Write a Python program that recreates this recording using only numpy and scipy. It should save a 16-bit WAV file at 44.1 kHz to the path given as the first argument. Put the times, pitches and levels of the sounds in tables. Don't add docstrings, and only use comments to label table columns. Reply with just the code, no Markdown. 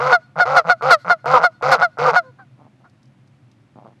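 import sys
import numpy as np
from scipy import signal
from scipy.fft import rfft, irfft
from scipy.io import wavfile
from scipy.ndimage import uniform_filter1d

SR = 44100
rng = np.random.default_rng(int(sys.argv[2]) if len(sys.argv) > 2 else 0)


def master(y):
    cut = np.clip(np.atleast_2d(y).T, -1, 1)
    pcm = np.round(cut * 32767)
    wavfile.write(sys.argv[1], SR, pcm.astype(np.int16))


N = 176400

# freq_hz, gain_db
GROWL_THROAT = [(50, -38), (105, -22), (150, -17.5), (230, -24), (370, -23.5), (500, -2.5), (800, -0.5),
                (1050, -2.5), (1400, 3), (1750, -19), (2050, -11), (2500, -19), (3200, -26.5),
                (4600, -24.5), (6500, -34.5), (8500, -50.5), (13000, -56.5)]
GROWL_FALL_DB_PER_S, PULSE_JITTER, DULL_HZ = -1100, .018, 1872


def amp(db):
    return 10 ** (np.asarray(db) / 20)


def unit_rms(x):
    return x / np.sqrt(np.mean(x ** 2) + 1e-20)


def db_at(colour, hz):
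    freq_hz, gain_db = np.transpose(colour)
    return np.interp(np.log(hz + 1), np.log(freq_hz + 1), gain_db)


def add(mix, start_s, sound):
    at = round(start_s * SR)
    sound = sound[max(-at, 0):]
    part = mix[max(at, 0):][:len(sound)]
    part += sound[:len(part)]


def call_time():
    return np.arange(SR // 2) / SR


def wobble(cutoff_hz):
    hz = np.fft.rfftfreq(SR // 2, 1 / SR)
    return unit_rms(irfft(rfft(rng.standard_normal(SR // 2)) / (1 + (hz / cutoff_hz) ** 4)))


def past(t, end_s, knee_s=.004):
    return knee_s * np.logaddexp(0, (t - end_s) / knee_s)


def soft_step(t, centre_s, width_s=.018):
    return .5 + .5 * np.tanh((t - centre_s) / width_s)


def resonate(x, colour, size=4096):
    log_gain = np.log(amp(db_at(colour, abs(np.fft.fftfreq(size, 1 / SR)))))
    ring = np.fft.ifft(np.exp(np.conj(signal.hilbert(log_gain)))).real[:size // 2]
    return unit_rms(signal.fftconvolve(x, ring)[:len(x)])


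def rumble(wash_db=-55.5, drone_db=-54.5, drone_hz=128, width_hz=14):
    # freq_hz, gain_db
    wash_colour = [(15, -80.5), (25, -55.5), (81, -24.5), (127, -3), (152, -18), (198, -9.5), (285, -13.5),
                   (411, -26), (445, -32.5), (507, -24.5), (1270, -31.5), (2310, -34), (4690, -44),
                   (11400, -55.5), (13000, -77.5)]
    hz = np.fft.rfftfreq(N, 1 / SR)
    wash = irfft(rfft(rng.standard_normal(N)) * amp(db_at(wash_colour, hz)), N)
    drone = irfft(rfft(rng.standard_normal(N)) / (1 + ((hz - drone_hz) / width_hz) ** 2), N)
    return amp(wash_db) * unit_rms(wash) + amp(drone_db) * unit_rms(drone)


def field_echo(x):
    t, response = call_time(), np.zeros(SR)
    nest, brush, tail = (.002, -25, .003, 20), (.075, -34, .038, 4000), (.02, -45, .11, 20)
    for delay_s, level_db, decay_s, low_cut_hz in (nest, brush, tail):
        taps = rng.standard_normal(len(t)) * np.exp(-t / decay_s)
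        taps = amp(level_db) * taps / np.linalg.norm(taps)
        add(response, delay_s, signal.lfilter(*signal.butter(1, low_cut_hz, "high", fs=SR), taps))
    return signal.fftconvolve(x, response)[:N]


def twig(level_db, decay_s=.0047):
    # freq_hz, gain_db
    tick_colour = [(500, -31), (2500, -19), (5000, 0), (8000, -14), (13000, -30)]
    t = call_time()
    return amp(level_db) * np.exp(-t / decay_s) * resonate(rng.standard_normal(len(t)), tick_colour)


def whine(length_s, pitch_hz, level_db, sag=.095, partial_step_db=-6):
    progress = np.minimum(call_time() / length_s, 1)
    phase = 2 * np.pi * np.cumsum(pitch_hz * (1 - sag * progress ** 4)) / SR
    tone = sum(amp(partial_step_db * k) * np.sin((k + 1) * phase) for k in range(3))
    return amp(level_db) * np.sqrt(abs(np.sin(np.pi * progress))) * tone


def chest(length_s, pulse_hz, level_db):
    progress = np.minimum(call_time() / length_s, 1)
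    hum = unit_rms(np.sin(2 * np.pi * np.cumsum(pulse_hz) / SR))
    return amp(level_db) * 4 * progress * (1 - progress) * hum


def membrane(pulse_hz, shimmer_db=1.5, puff_db=4, puff_cycles=.14):
    cycles = np.cumsum(pulse_hz) / SR
    slaps = (np.diff(np.floor(cycles), prepend=-1) > 0) * amp(shimmer_db * wobble(100))
    puffs = np.exp(-(cycles % 1) / puff_cycles) * rng.standard_normal(len(pulse_hz))
    return unit_rms(slaps) + amp(puff_db) * unit_rms(puffs)


def swell(length_s, level_db, swell_db, rise_s=.0021):
    t = call_time()
    attack = 1 - .5 * np.exp(-t / rise_s)
    shortfall_db = swell_db * np.maximum(1 - t / length_s, 0)
    return attack * amp(level_db - shortfall_db + GROWL_FALL_DB_PER_S * past(t, length_s))


def growl(length_s, rate_hz, level_db, swell_db, colour, chest_db=-22):
    pulse_hz = rate_hz * (1 + PULSE_JITTER * wobble(120))
    bright = resonate(membrane(pulse_hz), colour)
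    dull = signal.sosfiltfilt(signal.butter(3, DULL_HZ, fs=SR, output="sos"), bright)
    effort = np.minimum(call_time() / length_s, 1)
    voice = swell(length_s, level_db, swell_db) * (dull + effort * (bright - dull))
    return voice + chest(length_s, pulse_hz, level_db + chest_db)


def lead_in(length_s, rate_hz, level_db):
    slaps = growl(length_s, rate_hz, level_db, 0, GROWL_THROAT)
    return signal.sosfilt(signal.butter(4, DULL_HZ, fs=SR, output="sos"), slaps)


def rasp(length_s, rate_hz, level_db, swell_db, voice_hz, fast_db=2, chest_db=-19.5):
    harmonics = [2, 3, 4, 5]
    harmonic_db = [-4, -7, -10, -8]
    t = call_time()
    climb = np.sin(np.pi / 2 * np.minimum(t / length_s / .57, 1))
    bend = 1 + .15 * (climb - .8) - .2 * soft_step(t, length_s)
    fast_hz = voice_hz * bend * (1 + .022 * wobble(220))
    slow_hz = rate_hz * bend * (1 + PULSE_JITTER * wobble(120))
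    phase = 2 * np.pi * np.cumsum(fast_hz) / SR
    tone = sum(amp(db) * unit_rms(np.cos(k * phase + rng.uniform(0, 2 * np.pi)))
               for k, db in zip(harmonics, harmonic_db))
    rattle = resonate(membrane(slow_hz) + amp(fast_db) * membrane(fast_hz), GROWL_THROAT)
    voice = swell(length_s, level_db, swell_db) * unit_rms(rattle + tone)
    return voice + chest(length_s, slow_hz, level_db + chest_db)


def squawk(length_s, voice_hz, level_db, drop=.15, jitter=.0067, rise_s=.002):
    harmonics = [2, 3, 4, 5, 6]
    # start_db, end_db
    harmonic_db = [(-3, -12), (-12.5, -21.5), (-12, 2), (2.5, -2.5), (-22.5, -18.5)]
    t = call_time()
    hz = voice_hz * (1 - drop * soft_step(t, length_s)) * (1 + jitter * wobble(250))
    phase = 2 * np.pi * np.cumsum(hz) / SR
    progress = np.minimum(t / length_s, 1)
    cry = sum(amp(start_db + (end_db - start_db) * progress) * np.cos(k * phase)
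              for k, (start_db, end_db) in zip(harmonics, harmonic_db))
    return (1 - np.exp(-t / rise_s)) * amp(level_db + GROWL_FALL_DB_PER_S * past(t, length_s)) * cry


def honk(hold_s, pitch_hz, level_db, roughness, tilt_db_per_oct, fall_hz_per_s, rise_s):
    # freq_hz, gain_db
    throat = [(300, -35.5), (500, -8.5), (720, -7), (1050, 0.5), (1430, -2), (1750, -8.5), (2150, -18.5),
              (2850, -32.5), (3600, -26.5), (4300, -19.5), (5200, -29), (7200, -40.5), (13000, -53.5)]
    break_s, scoop_s, drop_s, opening_s = .011, .0028, .0095, .005
    sag_db_per_s, release_db_per_s, closing_db_per_s, dulling_db_per_oct_s = -55.5, -850, -750, -500
    t = call_time() - rise_s
    age_s, released_s = np.maximum(t, 0), past(t, hold_s)
    rough = roughness * np.exp(-age_s / hold_s / 2) + .6 * np.exp(-age_s / break_s)

    bend = 1 - .13 * soft_step(t, hold_s + drop_s, 2 * drop_s) - .05 * np.exp(-age_s / scoop_s)
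    jitter = 1 + .034 * rough * wobble(300)
    hz = (pitch_hz - fall_hz_per_s * np.minimum(age_s, hold_s)) * bend * jitter
    phase = 2 * np.pi * np.cumsum(hz) / SR

    k = np.arange(1, 20)[:, None]
    octaves = np.log2(np.maximum(k / 2, 1))
    closing_db = closing_db_per_s * released_s
    treble_db = octaves * (tilt_db_per_oct + dulling_db_per_oct_s * released_s)
    gains = amp(db_at(throat, k * hz) + (k > 1) * closing_db + treble_db)
    opening = 1 - np.minimum(octaves, 1) * np.exp(-age_s / opening_s)
    tone = (gains * opening * np.cos(k * phase + rng.uniform(0, 2 * np.pi, k.shape))).sum(0)

    hoarse = [(f, db + np.log2(max(f / pitch_hz / 2, 1)) * (tilt_db_per_oct + 2)) for f, db in throat]
    noise = resonate((1 + np.cos(phase)) * rng.standard_normal(len(t)), hoarse)
    attack = np.sin(np.pi / 2 * np.clip((t / rise_s + 1) / 2, 0, 1)) ** 2
    envelope = attack * amp(level_db + sag_db_per_s * age_s + release_db_per_s * released_s)
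    return envelope * (1.66 * tone + amp(2 * closing_db - .5) * rough * noise)


def scene(honk_rise_s=.009, lead_s=.014, lead_db=-7.5):
    # start_s, hold_s, pitch_hz, level_db, roughness, tilt_db_per_oct, fall_hz_per_s
    honks = [(.125, 0.035, 737.6, -7, 0.24, -2.5, 297), (0.399, 0.036, 746.6, -8.5, 0.02, -3, 597),
             (.565, 0.031, 753.2, -7, 0.2, 0, 2000.5), (0.697, .031, 746, -9, .14, -1.5, 498.5),
             (0.908, 0.039, 736.8, -5, .25, 1.5, 1901), (1.101, 0.032, 729.8, -9, 0.15, -2.5, 514.5),
             (1.436, 0.032, 739.3, -8.5, 0.13, -1.5, 399), (1.718, 0.029, 755.3, -9, 0.47, 2, 1801.5),
             (1.823, 0.033, 738, -10, .2, -3, 700), (2.159, .033, 741.7, -9, 0.13, -2, 504),
             (2.39, 0.042, 801, -44, 0.48, -7.5, 800), (2.845, 0.029, 726, -52.5, 0.98, -8, -0.5)]
    # start_s, length_s, rate_hz, level_db, swell_db
    growls = [(.357, 0.055, 160, -11, 20), (.644, 0.061, 164, -12, 21), (1.047, 0.069, 174, -14.5, 14),
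              (1.39, 0.056, 164, -15, 9.5), (1.775, 0.049, 165, -14, 12.5), (2.115, 0.043, 159, -11, 18)]
    # start_s, length_s, rate_hz, level_db, swell_db, voice_hz
    rasps = [(-.01, 0.14, 140.4, -12.5, 8, 251.6), (0.455, 0.14, 143, -14.5, 6.5, 264.2),
             (0.824, 0.097, 143, -12, 7.5, 256.4), (1.258, .124, 145.4, -10.5, 8.5, 253.7),
             (1.625, 0.13, 141, -11.5, 7, 259.6), (1.986, .12, 148, -10.5, 9.5, 250)]
    # start_s, length_s, rate_hz, level_db
    grunts = [(2.579, 0.094, 150, -52), (2.803, .05, 130, -60.5), (3.758, 0.039, 103, -44.5),
              (3.804, 0.05, 102, -49.5), (3.849, 0.037, 110, -42.5), (3.907, 0.021, 123, -52)]
    # freq_hz, gain_db
    grunt_throat = [(60, -38), (150, 1), (450, -3), (800, 1), (1300, -9.5), (1700, -26), (3200, -28.5),
                    (6000, -41), (13000, -58)]
    # start_s, length_s, voice_hz, level_db
    squawks = [(1.336, 0.04, 254.4, -8.5), (2.058, 0.0457, 243.7, -12.5)]
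    # start_s, length_s, pitch_hz, level_db
    whines = [(2.225, .09, 520, -44)]
    # start_s, level_db
    twigs = [(2.897, -62), (3.03, -59), (3.056, -62.5), (3.075, -67), (3.275, -60.5), (3.515, -59)]
    geese = np.zeros(N)
    for start_s, *row in honks:
        add(geese, start_s - honk_rise_s, honk(*row, honk_rise_s))
    for start_s, *row in growls:
        add(geese, start_s, growl(*row, GROWL_THROAT))
    for start_s, length_s, rate_hz, level_db, swell_db, voice_hz in rasps:
        add(geese, start_s - lead_s, lead_in(lead_s, rate_hz, level_db - swell_db + lead_db))
        add(geese, start_s, rasp(length_s, rate_hz, level_db, swell_db, voice_hz))
    for start_s, *row in grunts:
        add(geese, start_s, growl(*row, swell_db=0, colour=grunt_throat))
    for events, source in [(squawks, squawk), (whines, whine), (twigs, twig)]:
        for start_s, *row in events:
            add(geese, start_s, source(*row))
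    return (geese + field_echo(geese) + rumble())[None]


def record(dry, ceiling=.95, knee=5, low_cut_hz=24, high_cut_hz=13250):
    clipped = dry / (1 + abs(dry / ceiling) ** knee) ** (1 / knee)
    bias = .35 * uniform_filter1d(abs(dry - clipped), size=500)
    x = signal.lfilter(*signal.butter(1, low_cut_hz, "high", fs=SR), clipped + bias)
    return signal.oaconvolve(x, signal.firwin(255, high_cut_hz, window=("kaiser", 9), fs=SR)[None], "same")


dry = scene()
out = record(dry)
master(out)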